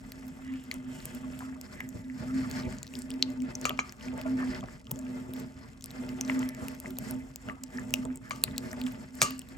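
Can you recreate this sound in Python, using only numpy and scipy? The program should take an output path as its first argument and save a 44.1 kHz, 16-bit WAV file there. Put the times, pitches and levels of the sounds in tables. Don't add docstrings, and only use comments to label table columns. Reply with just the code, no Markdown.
import sys
import numpy as np
from scipy import signal
from scipy.fft import rfft, irfft, next_fast_len
from scipy.io import wavfile

SR = 44100
rng = np.random.default_rng(int(sys.argv[2]) if len(sys.argv) > 2 else 0)


def put_to_file(sound):
    columns = np.atleast_2d(sound).T
    safe = np.clip(columns, -1, 1)
    whole_steps = np.round(safe * 32767)
    wavfile.write(sys.argv[1], SR, whole_steps.astype(np.int16))


N = 422037

def from_db(db):
    return 10 ** (np.asarray(db) / 20)

def rms_one(x):
    return x / np.sqrt(np.mean(x ** 2) + 1e-20)

def energy_one(x):
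    return x / np.sqrt(np.sum(x ** 2) + 1e-20)

def bins(size):
    return np.arange(size // 2 + 1) * SR / size

def at_hz(points, hz):
    f, value = np.transpose(points)
    return np.interp(np.log(np.maximum(hz, 1)), np.log(f), value)

def sides(pan_db):
    return from_db([[pan_db / 2], [-pan_db / 2]])

def add(out, s, sound, pan_db):
    at = round(s * SR)
    sound = sound[:N - at]
    out[:, at:at + len(sound)] += rms_one(sides(pan_db)) * sound

def drift(hz):
    step, settle = 40, 2000
    r = np.exp(-2 * np.pi * hz * step / SR)
    slow = signal.lfilter([1], [1, -2 * r, r * r], rng.standard_normal(N // step + settle + 2))[settle:]
    return np.interp(np.arange(N) / step, np.arange(len(slow)), rms_one(slow))

def swell(peak_s, length_s):
    out, at, half = np.zeros(N + SR), round(peak_s * SR), int(length_s * SR / 2)
    span = np.arange(max(at - half, 0), at + half)
    out[span] = np.cos(np.pi / 2 * (span - at) / half) ** 2
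    return out[:N]

def resonate(x, hz, width_hz):
    r = np.exp(-np.pi * width_hz / SR)
    b, a = np.array([1, 0, -1]) * (1 - r * r) / 2, [1, -2 * r * np.cos(2 * np.pi * hz / SR), r * r]
    return rms_one(signal.lfilter(b, a, signal.lfilter(b, a, x)))

def band_noise(shape, hz, width_hz):
    return resonate(rng.standard_normal(shape), hz, width_hz)

def blip(hz, cycles):
    t = np.arange(1024) / SR
    return energy_one(t ** 2 * np.exp(-t * hz / cycles) * np.sin(2 * np.pi * hz * t))

def impulse(spectrum, tilt_db=0, ripple_db=2, knee_hz=1500, size=1024):
    hz = np.maximum(bins(size), 100)
    ripple = np.interp(hz, np.linspace(0, SR / 2, 60), rng.standard_normal(60))
    shape_db = at_hz(spectrum, hz) + tilt_db * np.log2(np.maximum(hz / knee_hz, 1)) + ripple_db * ripple
    cepstrum = irfft(np.log(from_db(shape_db)))
    causal = 2 * cepstrum * (np.arange(size) < size // 2)
    return energy_one(irfft(np.exp(rfft(causal))))

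def smear(click, scatter, decay_s):
    age = np.arange(len(click)) / (decay_s * SR)
    train = scatter * rng.standard_normal(len(click)) * age * np.exp(1 - age)
    train[0] = 1
    return energy_one(signal.fftconvolve(click, train)[:len(click)]) * np.sqrt(np.sum(click ** 2))

def grains(per_s, spread_db, smooth):
    sizes = from_db(spread_db * np.minimum(rng.exponential(1, (2, N)), 4)) * rng.choice([-1, 1], (2, N))
    return rms_one(sizes * (rng.random((2, N)) < per_s / SR)) + smooth * rng.standard_normal((2, N))

def plate(x, ring_db, ring_s):
    t = np.arange(SR // 10) / SR
    response = from_db(ring_db) * energy_one(rng.standard_normal(len(t)) * np.exp(-t / ring_s))
    response[0] += 1
    return signal.fftconvolve(x, energy_one(response)[None], axes=1)[:, :N]

# frequency in Hz, likeness of the two ports from 0 to 1.
PORT_LIKENESS = [(40, .92), (130, .75), (260, .75), (600, .4), (1000, .25), (2400, .2), (4500, .55),
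                 (8000, .85), (16000, .8)]
def texture(source, spectrum, patchy_db, flutter_hz):
    size = next_fast_len(N, True)
    hz, (mid, side) = bins(size), rfft(source, size)
    alike = at_hz(PORT_LIKENESS, hz)
    pair = np.sqrt(1 + alike) * mid + np.sqrt(1 - alike) * side * [[1], [-1]]
    pair *= from_db(at_hz(spectrum, hz))
    half_octaves = 2 * np.log2(np.maximum(hz, 1) / spectrum[0][0])
    out, together = 0, drift(flutter_hz)
    for k in range(int(2 * np.log2(spectrum[-1][0] / spectrum[0][0])) + 2):
        band = irfft(pair * np.maximum(1 - abs(half_octaves - k), 0), size)[:, :N]
        out = out + band * from_db(patchy_db * (together + drift(flutter_hz)) / np.sqrt(2))
    return rms_one(out)

# frequency in Hz, relative density in dB.
ROOM_TONE = [(30, -20), (44, 3.5), (70, -6), (110, -5.5), (180, -8.5), (400, -22)]
def room_tone(level_db=-58):
    return from_db(level_db) * texture(rng.standard_normal((2, N)), ROOM_TONE, 2, flutter_hz=4.7)

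# frequency in Hz, level in dB.
MOTOR = [(76, -63.5), (126, -66.5)]
def motor(waver_hz=1.34, flutter_db=1.5):
    out = 0
    for hz, db in MOTOR:
        gain = np.sqrt(2) * from_db(db + flutter_db * drift(1.4))
        out = out + gain * np.sin(2 * np.pi * np.cumsum(hz + waver_hz * drift(2.9)) / SR)
    return out

# start and end in seconds, then the drive in dB of drone, rumble,
# housing, churn, fizz and grit. SLACK_DB holds the same six between pushes.
PUSHES = [(-0.12, 0.707, -37, -49.5, -57.5, -61, -65.5, -64),
          (0.62, 1.75, -41.5, -47, -55.5, -59.5, -67, -87),
          (1.681, 2.177, -42.5, -46.5, -56, -66, -65.5, -75),
          (2.106, 2.924, -42, -40, -50, -57.5, -61.5, -53.5),
          (2.857, 3.935, -40, -46.5, -51, -59.5, -69, -62.5),
          (3.947, 4.836, -43.5, -41.5, -46.5, -55.5, -64.5, -55),
          (4.815, 5.58, -39, -45, -48.5, -59, -63.5, -61.5),
          (5.499, 5.803, -41.5, -49, -60, -62.5, -80, -63.5),
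          (5.855, 6.881, -38, -45, -48.5, -57.5, -63, -61), (6.768, 7.384, -36, -43, -48.5, -57, -63, -65),
          (7.383, 7.682, -37, -45, -47, -57.5, -66.5, -72),
          (7.647, 8.311, -37, -43.5, -49.5, -59.5, -64, -67),
          (8.283, 9.194, -39, -43, -49.5, -60, -64.5, -59.5),
          (9.071, 9.44, -44.5, -48, -53, -59, -58.5, -56), (9.51, 9.903, -30, -41, -61, -52.5, -68, -69.5)]
SLACK_DB = [-43.5, -53, -62.5, -68, -71, -66.5]
def pushes(rise_s=0.099, fall_s=0.2, arch=0.21):
    t, slack = np.arange(N) / SR, np.array(SLACK_DB)[:, None]
    levels = slack + np.zeros(N)
    for start, end, *peak_db in PUSHES:
        on = (t > start) & (t < end)
        age, length = t[on] - start, end - start
        grip = np.clip(np.minimum(age / rise_s, (length - age) / fall_s), 0, 1)
        effort = grip * (1 - arch + arch * np.sin(np.pi * age / length))
        levels[:, on] = np.maximum(levels[:, on], slack + (np.array(peak_db)[:, None] - slack) * effort)
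    return levels

# peak time and length in seconds, pitch in Hz, level in dB.
DRONE_SWELLS = [(0.285, 0.11, 256.3, -41.5), (0.525, 0.25, 259.5, -38.5), (0.693, 0.056, 250.1, -40),
                (0.783, 0.15, 257.8, -39.5), (0.895, 0.19, 258.7, -39.5), (1.162, 0.077, 250.1, -37.5),
                (1.289, 0.27, 256.1, -39), (1.495, 0.4, 259.1, -41.5), (1.869, 0.2, 257.0, -41.5),
                (2.113, 0.25, 259.0, -39), (2.284, 0.14, 252.1, -35.0), (2.375, 0.22, 258.2, -29),
                (2.474, 0.075, 256.3, -35.0), (2.6, 0.32, 256.9, -36.5), (2.75, 0.083, 256.2, -41.5),
                (2.986, 0.091, 253.8, -37.5), (3.047, 0.069, 258.9, -38), (3.145, 0.19, 260.0, -37.0),
                (3.271, 0.2, 258.0, -33), (3.421, 0.21, 257.9, -32.5), (3.624, 0.21, 254.5, -39.5),
                (3.754, 0.22, 257.3, -41.0), (4.113, 0.2, 257.4, -36), (4.323, 0.26, 259.6, -29.0),
                (4.458, 0.22, 256.6, -30.5), (4.577, 0.16, 255.6, -43), (5.105, 0.43, 256.5, -36),
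                (5.379, 0.29, 257.4, -39), (6.006, 0.083, 251.1, -34.5), (6.118, 0.42, 255.2, -39.5),
                (6.364, 0.45, 259.7, -29.5), (6.7, 0.46, 258.2, -42.5), (6.949, 0.14, 253.1, -42.5),
                (7.146, 0.22, 258.2, -36), (7.648, 0.12, 257.3, -41), (7.775, 0.087, 254.4, -33.5),
                (7.882, 0.37, 254.7, -40), (8.01, 0.29, 256.1, -36.5), (8.1, 0.17, 256.9, -36.5),
                (8.595, 0.3, 258.7, -41.0), (8.752, 0.042, 248.7, -40), (8.85, 0.21, 256.0, -34.0),
                (9.175, 0.23, 256.4, -46), (9.342, 0.26, 257.1, -40)]
def drone(drive_db, rest_hz=262.2, waver_hz=2.15, throb_db=2.5, stutter_db=1.3, rough=0.22):
    power = from_db(drive_db - 12 + throb_db * drift(7)) ** 2
    weighted_hz = rest_hz * power
    for s, length_s, hz, db in DRONE_SWELLS:
        swell_power = (from_db(db) * swell(s, length_s)) ** 2
        power, weighted_hz = power + swell_power, weighted_hz + hz * swell_power
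    pitch_hz = weighted_hz / power + waver_hz * drift(9.3)
    tone = np.sqrt(2) * np.sin(2 * np.pi * np.cumsum(pitch_hz) / SR)
    friction = rough * band_noise((2, N), 257.7, width_hz=45)
    return from_db(stutter_db * drift(14.6)) * np.sqrt(power) * (tone * sides(-0.5) + friction)

# frequency in Hz, relative density in dB.
RUMBLE = [(25, -32.5), (33, -15), (42, -11), (75, -7), (95, -9), (125, 1.5), (150, -0.5), (185, -5.5),
          (225, 3.5), (300, -17), (450, -23.5)]
def rumble(level_db, thud):
    noise = texture(rng.standard_normal((2, N)), RUMBLE, patchy_db=2, flutter_hz=22)
    return np.hypot(from_db(level_db), thud) * noise * sides(-1.6)

# frequency and width in Hz, relative level in dB.
HOUSING = [(366.6, 6.9, -5), (446.2, 9.8, -9), (493, 26, -9.5), (616.3, 29.5, -3), (826, 17, -16),
           (886, 17, -9), (989, 13, -19.5), (1193, 52, -16.5)]
def housing(level_db, clunk):
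    ring = 0
    for hz, width, db in HOUSING:
        gain = from_db(db + 1.9 * drift(18))
        centre, diffuse = band_noise(N, hz, 2 * width), band_noise((2, N), hz, 2 * width)
        ring = ring + gain * (centre + 0.75 * diffuse)
    return rms_one(ring) * np.hypot(from_db(level_db), clunk * from_db(1.5))

# frequency in Hz, relative density in dB.
CHURN = [(250, 8.5), (400, 2.5), (620, 7.5), (1000, -4.5), (1350, 1.5), (2100, -3.5), (3200, -7.5),
         (5000, -24), (9000, -48)]
def churn(level_db):
    ruptures = plate(grains(per_s=260, spread_db=3, smooth=0.48), ring_db=0, ring_s=0.013)
    return from_db(level_db) * texture(ruptures, CHURN, patchy_db=2, flutter_hz=14.3)

# frequency in Hz, relative density in dB.
GRIT = [(1200, 4), (2000, 5.5), (2800, 0), (3600, -10.5), (4400, -4), (5500, -4.5), (7000, -15.5),
        (9000, -31.5)]
def grit(level_db, rub):
    ruptures = plate(grains(per_s=380, spread_db=3, smooth=0.64), ring_db=1.5, ring_s=0.0042)
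    return np.hypot(from_db(level_db), rub) * texture(ruptures, GRIT, patchy_db=2.5, flutter_hz=29)

# frequency in Hz, relative density in dB.
FIZZ = [(2500, -17), (4200, -11), (5800, -1.5), (7600, 1), (9500, -4), (12000, -8.5), (16000, -17)]
def fizz(level_db, sizzle):
    ruptures = plate(grains(per_s=1200, spread_db=4, smooth=2.2), ring_db=-3.5, ring_s=0.0035)
    return np.hypot(from_db(level_db), sizzle) * texture(ruptures, FIZZ, patchy_db=2.5, flutter_hz=50)

def squelches(churn_db, per_s=40, centre_hz=1300, length_s=0.015):
    out = np.zeros((2, N))
    moments = np.flatnonzero(rng.random(N - 1) < per_s / SR)
    for at, (octaves, stretch, pan_db) in zip(moments, rng.normal(0, [.38, .35, 2], (len(moments), 3))):
        hz, size = centre_hz * 2 ** octaves, int(length_s * SR * np.exp(stretch))
        slip = band_noise(size, hz, 0.32 * hz) * np.sin(np.linspace(0, np.pi, size))
        add(out, at / SR, from_db(churn_db[at] + 1.5) * slip, pan_db)
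    return out

# frequency in Hz, relative density in dB.
SNAP = [(500, -8.5), (1200, -30), (2500, 0.5), (3600, -7.5), (5500, -1), (8300, -11), (10500, -8.5),
        (12500, -33), (16000, -26)]
def crackle(drive_db, per_s=28, level_db=-37, spread_db=1.5, follow=0.61):
    out, swing_db = np.zeros((2, N)), follow * (drive_db - drive_db.mean())
    moments = np.flatnonzero(rng.random(N - 1) < per_s / SR)
    for at, weakness in zip(moments, np.minimum(rng.exponential(1, len(moments)), 2)):
        tick = impulse(SNAP, tilt_db=rng.normal(1, 1.5), ripple_db=5)
        add(out, at / SR, from_db(level_db - spread_db * weakness + swing_db[at]) * tick, pan_db=2)
    return out

# frequency in Hz, relative density in dB.
SPRAY = [(6000, -30), (10000, -12), (12000, -2), (14500, 0), (16000, -5), (18000, -18)]
PUFF = [(40, -30), (200, 1.5), (500, 11), (1000, 8), (2500, -20), (6000, -59), (16000, -58.5)]
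def pop(hz, cavity_db, snap_hz, snap_db, spray_db):
    cavity = blip(hz, cycles=1.1) + from_db(-17) * blip(hz * 1.395, cycles=2.2)
    ring = from_db(cavity_db) * cavity + from_db(snap_db - 4.5) * blip(snap_hz, cycles=0.97)
    click = from_db(min(snap_db - 4, spray_db + 6)) * impulse(SNAP)
    spray = from_db(spray_db) * impulse(SPRAY)
    puff = from_db(spray_db - 11) * impulse(PUFF, ripple_db=1)
    return ring + smear(click, scatter=1, decay_s=6e-5) + smear(spray, scatter=0.34, decay_s=1e-4) + puff

# start in seconds, cavity pitch in Hz, # cavity
# strength in dB, snap pitch in Hz, snap strength in dB, spray strength in dB. MORE_POCKETS holds # further
AIR_POCKETS = [(0.12, 4500, -24, 1960, -22, -23.5), (0.7132, 2100, -9.5, 4430, -11, -35),
               (0.7416, 9200, -23.5, 6500, -24, -26), (1.0553, 10100, -13.5, 7300, -19.5, -22),
               (1.149, 10300, -25, 7300, -28, -28), (1.391, 9030, -30, 2770, -25, -27),
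               (1.613, 7360, -23, 5150, -23, -26), (1.805, 2090, -10, 3220, -22.5, -29),
               (2.513, 6980, -19, 4690, -17, -29), (2.7851, 6820, -25, 4500, -25, -53),
               (2.8303, 7170, -15.5, 4300, -21, -28), (2.868, 4400, -27, 5800, -28, -37),
               (2.9534, 5130, -19.5, 3430, -16.5, -35), (2.99, 8750, -20, 5400, -31, -31),
               (3.02, 8250, -21, 5187, -21.5, -42), (3.1044, 8300, -18.5, 3000, -16.5, -30),
               (3.1146, 3470, -24, 4830, -21, -45), (3.1397, 2500, -30, 5480, -27, -36),
               (3.2255, 4380, 6, 3170, 2.5, -21), (3.2253, 5160, 2, 2300, -15, -32),
               (3.553, 6100, -10, 7740, -19, -35), (3.555, 6200, -18, 7000, -27, -38),
               (3.6137, 7100, -21, 9170, -20, -33), (3.694, 3200, -7.5, 1900, -10, -15),
               (3.9234, 1850, -30, 6930, -22, -28), (4.214, 2830, -24, 4940, -21, -29),
               (4.5476, 5250, -22.5, 3050, -22, -44), (4.915, 918, -25, 6900, -20, -7),
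               (4.9906, 7400, -21.5, 9250, -20, -38), (5.3367, 9330, -30, 3760, -25.5, -20.5),
               (5.8417, 8970, -17.5, 5610, -19, -27), (5.859, 10100, -22, 7660, -22, -23),
               (6.091, 4900, -26.5, 2910, -22.5, -31), (6.2109, 6150, -5, 7700, -8, -16.5),
               (6.2972, 2030, -2.5, 2840, -14, -34.5), (6.3923, 7370, -18.5, 1987, -24, -29),
               (6.4288, 1900, -18.5, 3000, -18.5, -40), (6.49, 5600, -33, 10560, -16, -24),
               (6.6836, 8950, -20, 2780, -16, -21), (6.8011, 10370, -20, 7350, -24.5, -24),
               (6.8584, 2000, -18.5, 2068, -19, -48), (6.9866, 9700, -17, 7650, -16.5, -13),
               (7.11, 10600, -14, 7860, -19.5, -20), (7.3594, 6830, -19, 5140, -22.5, -18),
               (7.486, 2470, -30, 1380, -14, -44), (7.4971, 1920, -12, 2830, -43, -48),
               (7.636, 7470, -17, 2840, -36, -25), (7.6379, 7200, -23, 5600, -19, -27),
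               (7.784, 1780, -13, 2880, -38, -48), (7.9392, 2710, 1, 6680, -1, -6),
               (8.1583, 8380, -21.5, 10100, -44.5, -28.5), (8.4378, 8580, -2.5, 2640, -7, -11),
               (8.4386, 4430, -1.5, 8840, 0.5, -1.5), (8.5805, 4440, -9, 7560, -8, -13.5),
               (8.7301, 1850, -21, 9000, -23, -30), (8.815, 3130, -21, 4550, -16.5, -26.5),
               (8.865, 3150, -20, 1800, -19, -32), (9.3072, 2872, -21, 5310, -20, -19),
               (9.393, 8340, -17, 5460, -19, -26.5)]
MORE_POCKETS = [(0.268, 9500, -38, 5200, -44, -38), (0.282, 10000, -38, 6000, -42, -33),
                (0.639, 10500, -38, 7000, -33, -40), (0.5382, 2400, -24, 6960, -34.5, -38),
                (1.003, 4300, -28.5, 7600, -40, -40), (1.8903, 7000, -24.5, 3700, -44, -25),
                (2.099, 2000, -22, 3020, -40, -50), (2.4995, 7520, -39, 4210, -32, -29),
                (2.587, 4340, -37, 6030, -35, -48), (2.599, 4300, -27.5, 5700, -29, -48),
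                (2.623, 5070, -27, 4200, -28, -48), (2.7258, 8300, -28, 2920, -30, -41.5),
                (2.877, 3940, -31, 5900, -27, -40), (2.938, 2698, -22.5, 6900, -28, -33),
                (3.303, 7000, -30, 3500, -38, -37), (3.403, 2960, -32, 5860, -30, -47),
                (3.4207, 7300, -29, 2300, -22, -35), (3.6441, 4670, -17, 5500, -15, -40),
                (3.7754, 3080, -30, 5830, -27, -41), (3.8943, 5340, -24.5, 5000, -24, -54),
                (4.0096, 2940, -25.5, 2600, -36, -55), (4.055, 4630, -34, 6030, -24, -50),
                (4.0837, 2400, -21.5, 6890, -31, -54), (4.1782, 7800, -28, 3230, -30, -37),
                (4.6081, 3300, -28, 6700, -27.5, -45), (4.869, 3080, -27, 5440, -28, -46),
                (4.9112, 5960, -30, 3460, -21, -21), (4.959, 6700, -29.5, 3390, -32, -42),
                (5.365, 3300, -35.5, 5500, -37, -33), (5.399, 7930, -40.5, 4260, -29, -26),
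                (5.8096, 6640, -31, 3280, -30, -39), (5.8235, 6920, -26.5, 4450, -29, -40),
                (5.9063, 4060, -25, 6300, -31, -41), (5.9135, 8050, -34, 1900, -28, -31),
                (6.2498, 5740, -21.5, 4600, -23, -49), (6.2782, 6000, -27, 3880, -23, -42),
                (6.5485, 7190, -29.5, 2200, -24, -35), (6.7494, 6370, -34.5, 4093, -37, -34),
                (6.9063, 7830, -36, 3390, -28.5, -23), (6.9701, 4070, -28.5, 6690, -37, -50),
                (7.154, 2900, -35.5, 3200, -40.5, -57.5), (7.7737, 5340, -25, 4765, -32, -53.5),
                (7.7955, 7450, -26.5, 1783, -29, -51), (7.9069, 6900, -27, 2090, -24.5, -31.5),
                (7.9576, 2908, -26.5, 5610, -29, -34), (8.0522, 7500, -22, 3540, -27.5, -38),
                (8.1732, 7610, -25, 3700, -41, -43), (8.2965, 10500, -40, 7000, -45, -27),
                (8.3604, 3400, -36, 5700, -25, -31), (8.5111, 3730, -30, 5670, -40, -50),
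                (8.5635, 3980, -28, 5810, -42, -46), (8.7147, 5802, -21.5, 5014, -30, -33),
                (8.8384, 3500, -28, 7640, -24, -44), (8.9218, 2600, -36, 8700, -33, -29.5),
                (9.1532, 7900, -31, 4200, -40, -28.5), (9.3806, 7600, -33, 10500, -38, -38),
                (9.4174, 3057, -27, 7520, -35.5, -34.5), (9.488, 8120, -36.5, 4050, -31, -35)]
def pops():
    out = np.zeros((2, N))
    for s, *pocket in AIR_POCKETS + MORE_POCKETS:
        add(out, s, pop(*pocket), pan_db=3)
    return out

# start and decay in seconds, centre pitch in Hz, energy in dB.
CRUNCHES = [(0.225, 0.0051, 1500, -27), (0.388, 0.01, 880, -27), (0.714, 0.0014, 1630, -21),
            (1.403, 0.034, 980, -13.5), (1.488, 0.01, 1680, -27), (1.525, 0.015, 990, -25),
            (1.803, 0.005, 1310, -18), (2.44, 0.013, 1250, -23.5), (2.626, 0.0083, 2200, -23),
            (3.695, 0.002, 500, -15), (3.705, 0.0031, 1120, -9), (4.173, 0.01, 980, -19),
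            (4.252, 0.022, 1190, -16), (4.4, 0.024, 1210, -13), (4.427, 0.012, 1100, -12.5),
            (4.628, 0.012, 940, -13.5), (4.685, 0.0043, 1370, -21.5), (5.066, 0.0022, 2090, -27),
            (5.646, 0.007, 1310, -29.5), (6.297, 0.0029, 1050, -10.5), (6.842, 0.0088, 1448, -20),
            (7.785, 0.0097, 1364, -18.5), (8.049, 0.0058, 765, -17), (8.1, 0.008, 1460, -24),
            (8.309, 0.0095, 3095, -34), (8.475, 0.0086, 1572, -17.5), (8.73, 0.019, 1380, -18),
            (8.868, 0.0099, 1930, -16.5), (8.945, 0.0068, 1720, -26), (9.2295, 0.0035, 6900, 0),
            (9.235, 0.03, 4300, -23)]
def crunches(breaks_per_s=1300, spread_octaves=0.49):
    out = np.zeros((2, N))
    for s, decay_s, hz, energy_db in CRUNCHES:
        run, age_s = np.zeros((2, SR // 4)), 0
        for wait, octaves, size in rng.standard_normal((60, 3)):
            if age_s < 5 * decay_s:
                chip = blip(hz * 2 ** (spread_octaves * octaves), cycles=0.65)
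                add(run, age_s, size * np.exp(-age_s / decay_s) * chip, pan_db=0)
            age_s += wait ** 2 / breaks_per_s
        add(out, s, from_db(energy_db) * energy_one(run[0]), pan_db=2)
    return out

# start and length in seconds, pitch in Hz, level in dB.
RASPS = [(0.396, 0.3, 2780, -61.5), (0.42, 0.15, 1860, -55), (0.796, 0.47, 2780, -61),
         (1.231, 0.021, 1120, -49), (1.419, 0.099, 1300, -53), (1.724, 0.16, 1830, -51.5),
         (1.885, 0.33, 1840, -64), (2.272, 0.053, 1330, -47.5), (2.428, 0.04, 1290, -44),
         (2.616, 0.069, 2210, -50.5), (4.23, 0.077, 1400, -54), (4.388, 0.087, 1620, -51),
         (4.5, 0.07, 1800, -48.5), (6.226, 0.42, 1800, -53), (6.3, 0.22, 1200, -52),
         (6.557, 0.14, 1330, -49.5), (7.707, 0.12, 1710, -50.5), (8.018, 0.022, 1274, -51),
         (8.226, 0.083, 1500, -51), (8.528, 0.03, 1700, -48), (8.613, 0.067, 1560, -46),
         (9.203, 0.019, 5170, -39)]
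def rasps(slips_per_s=600):
    out = np.zeros((2, N))
    for s, length_s, hz, db in RASPS:
        size = int(length_s * SR)
        slips = rng.standard_normal(size) * (0.36 + (rng.random(size) < slips_per_s / SR))
        rub = resonate(slips, hz, 0.34 * hz) * np.sin(np.linspace(0, np.pi, size))
        add(out, s, from_db(db) * rub, pan_db=-1)
    return out

# centre and length in seconds, body and wet-sound change in dB.
LULLS = [(0.68, 0.22, -1, 3.5), (1.697, 0.14, -1, -1), (2.039, 0.14, -0.5, -7), (2.82, 0.16, -3.5, -3.5),
         (3.889, 0.2, -3, 1), (4.807, 0.21, -4, -8), (5.535, 0.69, 0, -3.5), (5.735, 0.11, -2, 2),
         (6.799, 0.17, -3, -2), (7.419, 0.081, -5, 5.5), (7.586, 0.077, -11.5, -0.5), (7.72, 0.038, -5, -1),
         (8.192, 0.08, -4, -5), (8.692, 0.086, -1, -1), (9.072, 0.08, -3.5, -1)]
def lulls():
    return from_db(sum(np.array(db)[:, None] * swell(s, length_s) for s, length_s, *db in LULLS))

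# frequency and width in Hz, relative level
# in dB, seconds to fall by 60 dB.
HEAD = [(438, 360, 4.5, 0.06), (1192, 97, 8, 0.24), (2100, 750, -11, 0.1), (2800, 270, -2, 0.36),
        (4460, 920, -0.5, 0.33), (5500, 830, -5, 0.24), (6700, 1450, 6, 0.21), (8400, 4640, 11.5, 0.12)]
KNIFE = [(1232, 79, 1, 0.049), (1900, 810, -8, 0.05), (2300, 250, -17, 0.045), (3120, 330, -6.5, 0.045),
         (4100, 320, -12, 0.059), (6170, 600, -8, 0.069), (6900, 530, -9.5, 0.059), (8500, 900, -25, 0.044)]
def metal_ring(modes, tilt_db=0, knee_hz=1192):
    t, out = np.arange(SR // 2) / SR, 0
    for hz, width, db, t60 in modes:
        start_db = db + tilt_db * max(np.log2(hz / knee_hz), 0)
        out = out + from_db(start_db - 60 * t / t60) * band_noise(len(t), hz, width)
    return out

# frequency in Hz, relative density in dB.
SHATTER = [(100, -10.5), (400, -18), (650, -5.5), (1150, -1.5), (1700, -0.5), (2400, 6), (3500, -5.5),
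           (5000, -3.5), (6600, 0), (8500, -2.5), (11000, -10.5), (16000, -15)]
# start in seconds, strength in dB, tilt in dB per octave, pitch of
# the piece in Hz, then head ring, knife ring and left minus right in dB.
CRACKS = [(0.714, -18.5, 3.5, 1990, -81, -45, 3), (3.6533, 4, -5, 2060, -41.5, -29, 3),
          (3.7904, 0, -10, 2320, -46, -31.5, 2), (7.487, -18.5, -15, 2550, -48.5, -53, 4),
          (8.3084, -7, -6.5, 1205, -45.5, -37.5, 3.5), (9.2171, 9, -1, 2190, -34.5, -38, 2),
          (9.2252, -1, 1.5, 8500, -58, -50, 2), (9.2296, -11, -2, 623, -44, -48, -6)]
def cracks(rebound_s=0.0051):
    out = np.zeros((2, N))
    for s, db, tilt_db, piece_hz, head_db, knife_db, pan_db in CRACKS:
        burst = smear(impulse(SHATTER, tilt_db, ripple_db=1), scatter=0.4, decay_s=0.0007)
        piece = from_db(-6) * blip(piece_hz, cycles=0.7)
        add(out, s, from_db(db) * (burst + piece), pan_db)
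        add(out, s, from_db(head_db - 1) * metal_ring(HEAD, 0.91 * tilt_db), pan_db)
        add(out, s + rebound_s, from_db(knife_db) * metal_ring(KNIFE), pan_db)
    return out

# peak time and length in seconds, fizz and grit levels in dB.
SIZZLES = [(1.033, 0.44, -56, -58), (1.415, 0.29, -58.5, -62), (2.54, 0.26, -67, -60),
           (2.983, 0.25, -58, -59), (4.032, 0.11, -66, -49.5), (4.523, 0.09, -71.5, -57),
           (6.639, 0.093, -56, -60), (7.062, 0.17, -53.5, -48.5), (7.773, 0.13, -60.5, -60),
           (8.028, 0.048, -64, -55), (8.37, 0.081, -57, -64.5), (8.655, 0.13, -59, -70),
           (8.87, 0.061, -52, -56)]
def sizzles():
    return sum(from_db(db)[:, None] * swell(s, length_s) for s, length_s, *db in SIZZLES)

# start in seconds, drive of rumble, housing and barrel note in dB.
KNOCKS = [(1.235, -58, -61, -62), (1.94, -33.5, -56, -60), (2.219, -42, -46, -48), (2.63, -40, -44, -59),
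          (2.665, -36, -43, -53), (3.709, -36.5, -50, -55), (4.125, -50, -43, -47), (4.171, -54, -52, -41),
          (4.252, -43, -49.5, -40), (4.328, -45, -58, -48), (4.628, -41, -51, -52), (4.912, -38, -60, -66),
          (5.282, -40, -48, -60), (6.613, -33, -42.5, -66.5), (7.1, -42, -54, -58),
          (8.044, -37, -46.5, -45), (8.438, -49.5, -60.5, -59.5), (9.216, -34, -43, -42)]
def knocks(rise_s=0.011):
    gains, age = np.zeros((3, N)), np.arange(SR // 4) / (rise_s * SR)
    for s, *peak_db in KNOCKS:
        at = round(s * SR)
        gains[:, at:at + len(age)] += from_db(peak_db)[:, None] * age * np.exp(1 - age)
    return gains

# peak time and length in seconds, pitch in Hz, level in dB.
SQUEAKS = [(2.592, 0.044, 1790, -52), (4.272, 0.05, 1400, -48), (4.41, 0.12, 1782, -48)]
def squeaks(width_hz=45):
    return sum(from_db(db) * swell(s, length_s) * band_noise(N, hz, width_hz)
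               for s, length_s, hz, db in SQUEAKS)

def kitchen(x, echo_db, early_db, tail_db, echo_s=0.0017, early_s=0.0062, t60_s=0.28, wall_hz=7000):
    t = np.arange(SR // 2) / SR
    noise = rng.standard_normal((2, 2, len(t))) * (t > .003)
    early = np.array([energy_one(side * np.exp(-t / early_s)) for side in noise[0]])
    tail = np.array([energy_one(side * from_db(-60 * t / t60_s)) for side in noise[1]])
    response = from_db(early_db) * early + from_db(tail_db) * tail
    response[:, round(echo_s * SR)] += from_db(echo_db)
    response = signal.sosfilt(signal.butter(1, wall_hz, fs=SR, output="sos"), response)
    return x + signal.fftconvolve(x, response, axes=1)[:, :N]

def scene():
    drone_db, rumble_db, housing_db, churn_db, fizz_db, grit_db = pushes()
    body_gain, wet_gain = lulls()
    thud, clunk, hollow = knocks()
    sizzle, rub = sizzles()
    lumps = drift(6.4)
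    body = rumble(rumble_db - 0.76 + 1.47 * lumps, thud)
    body += housing(housing_db - 2 + 2.47 * lumps, clunk)
    wet = churn(churn_db + 3.5 + 2.4 * lumps)
    wet += grit(grit_db + 0.45 + 4.25 * lumps, rub)
    wet += fizz(fizz_db + 1.5 + 2.7 * lumps, sizzle)
    body += hollow * band_noise(N, 630.6, width_hz=42)
    close = room_tone() + motor() + body_gain * (drone(drone_db) + body) + wet_gain * wet * sides(1.4)
    hard = kitchen(cracks() + crunches(), echo_db=-11, early_db=-10.5, tail_db=-13.5)
    candy = pops() + squeaks() + plate(rasps() + squelches(churn_db), ring_db=-4, ring_s=0.011)
    candy += crackle(np.maximum(fizz_db, grit_db))
    return close + hard + kitchen(candy, echo_db=-60, early_db=-17, tail_db=-22.5)

# frequency in Hz, lead of the left in radians.
PORT_PHASE = [(130, 0), (260, 0.48), (550, 1.15), (900, 1.45), (1500, 1.95), (2200, 1.75), (3500, 0.8),
              (5000, .5), (7900, 0.4), (9000, -1.6), (10000, -3.1), (12300, -6), (14600, -9.4),
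              (17000, -12.6)]
# frequency in Hz, left minus right in dB.
PORT_BALANCE = [(60, -2.5), (150, 3), (260, -1), (600, 1), (2500, -0.64), (5000, 2), (8000, -1),
                (16000, -2.5)]
def record(dry, low_cut_hz=37, high_cut_hz=16600, ceiling=0.85):
    hz = bins(N)
    right_port = np.exp(-1j * at_hz(PORT_PHASE, hz)) * from_db(-at_hz(PORT_BALANCE, hz))
    heard = np.array([dry[0], irfft(rfft(dry[1]) * right_port, N)])
    heard = signal.sosfilt(signal.butter(6, low_cut_hz, "high", fs=SR, output="sos"), heard)
    heard = heard / (1 + (heard / ceiling) ** 6) ** (1 / 6)
    return signal.sosfilt(signal.ellip(10, .1, 90, high_cut_hz, fs=SR, output="sos"), heard)

dry = scene()
out = record(dry)
put_to_file(out)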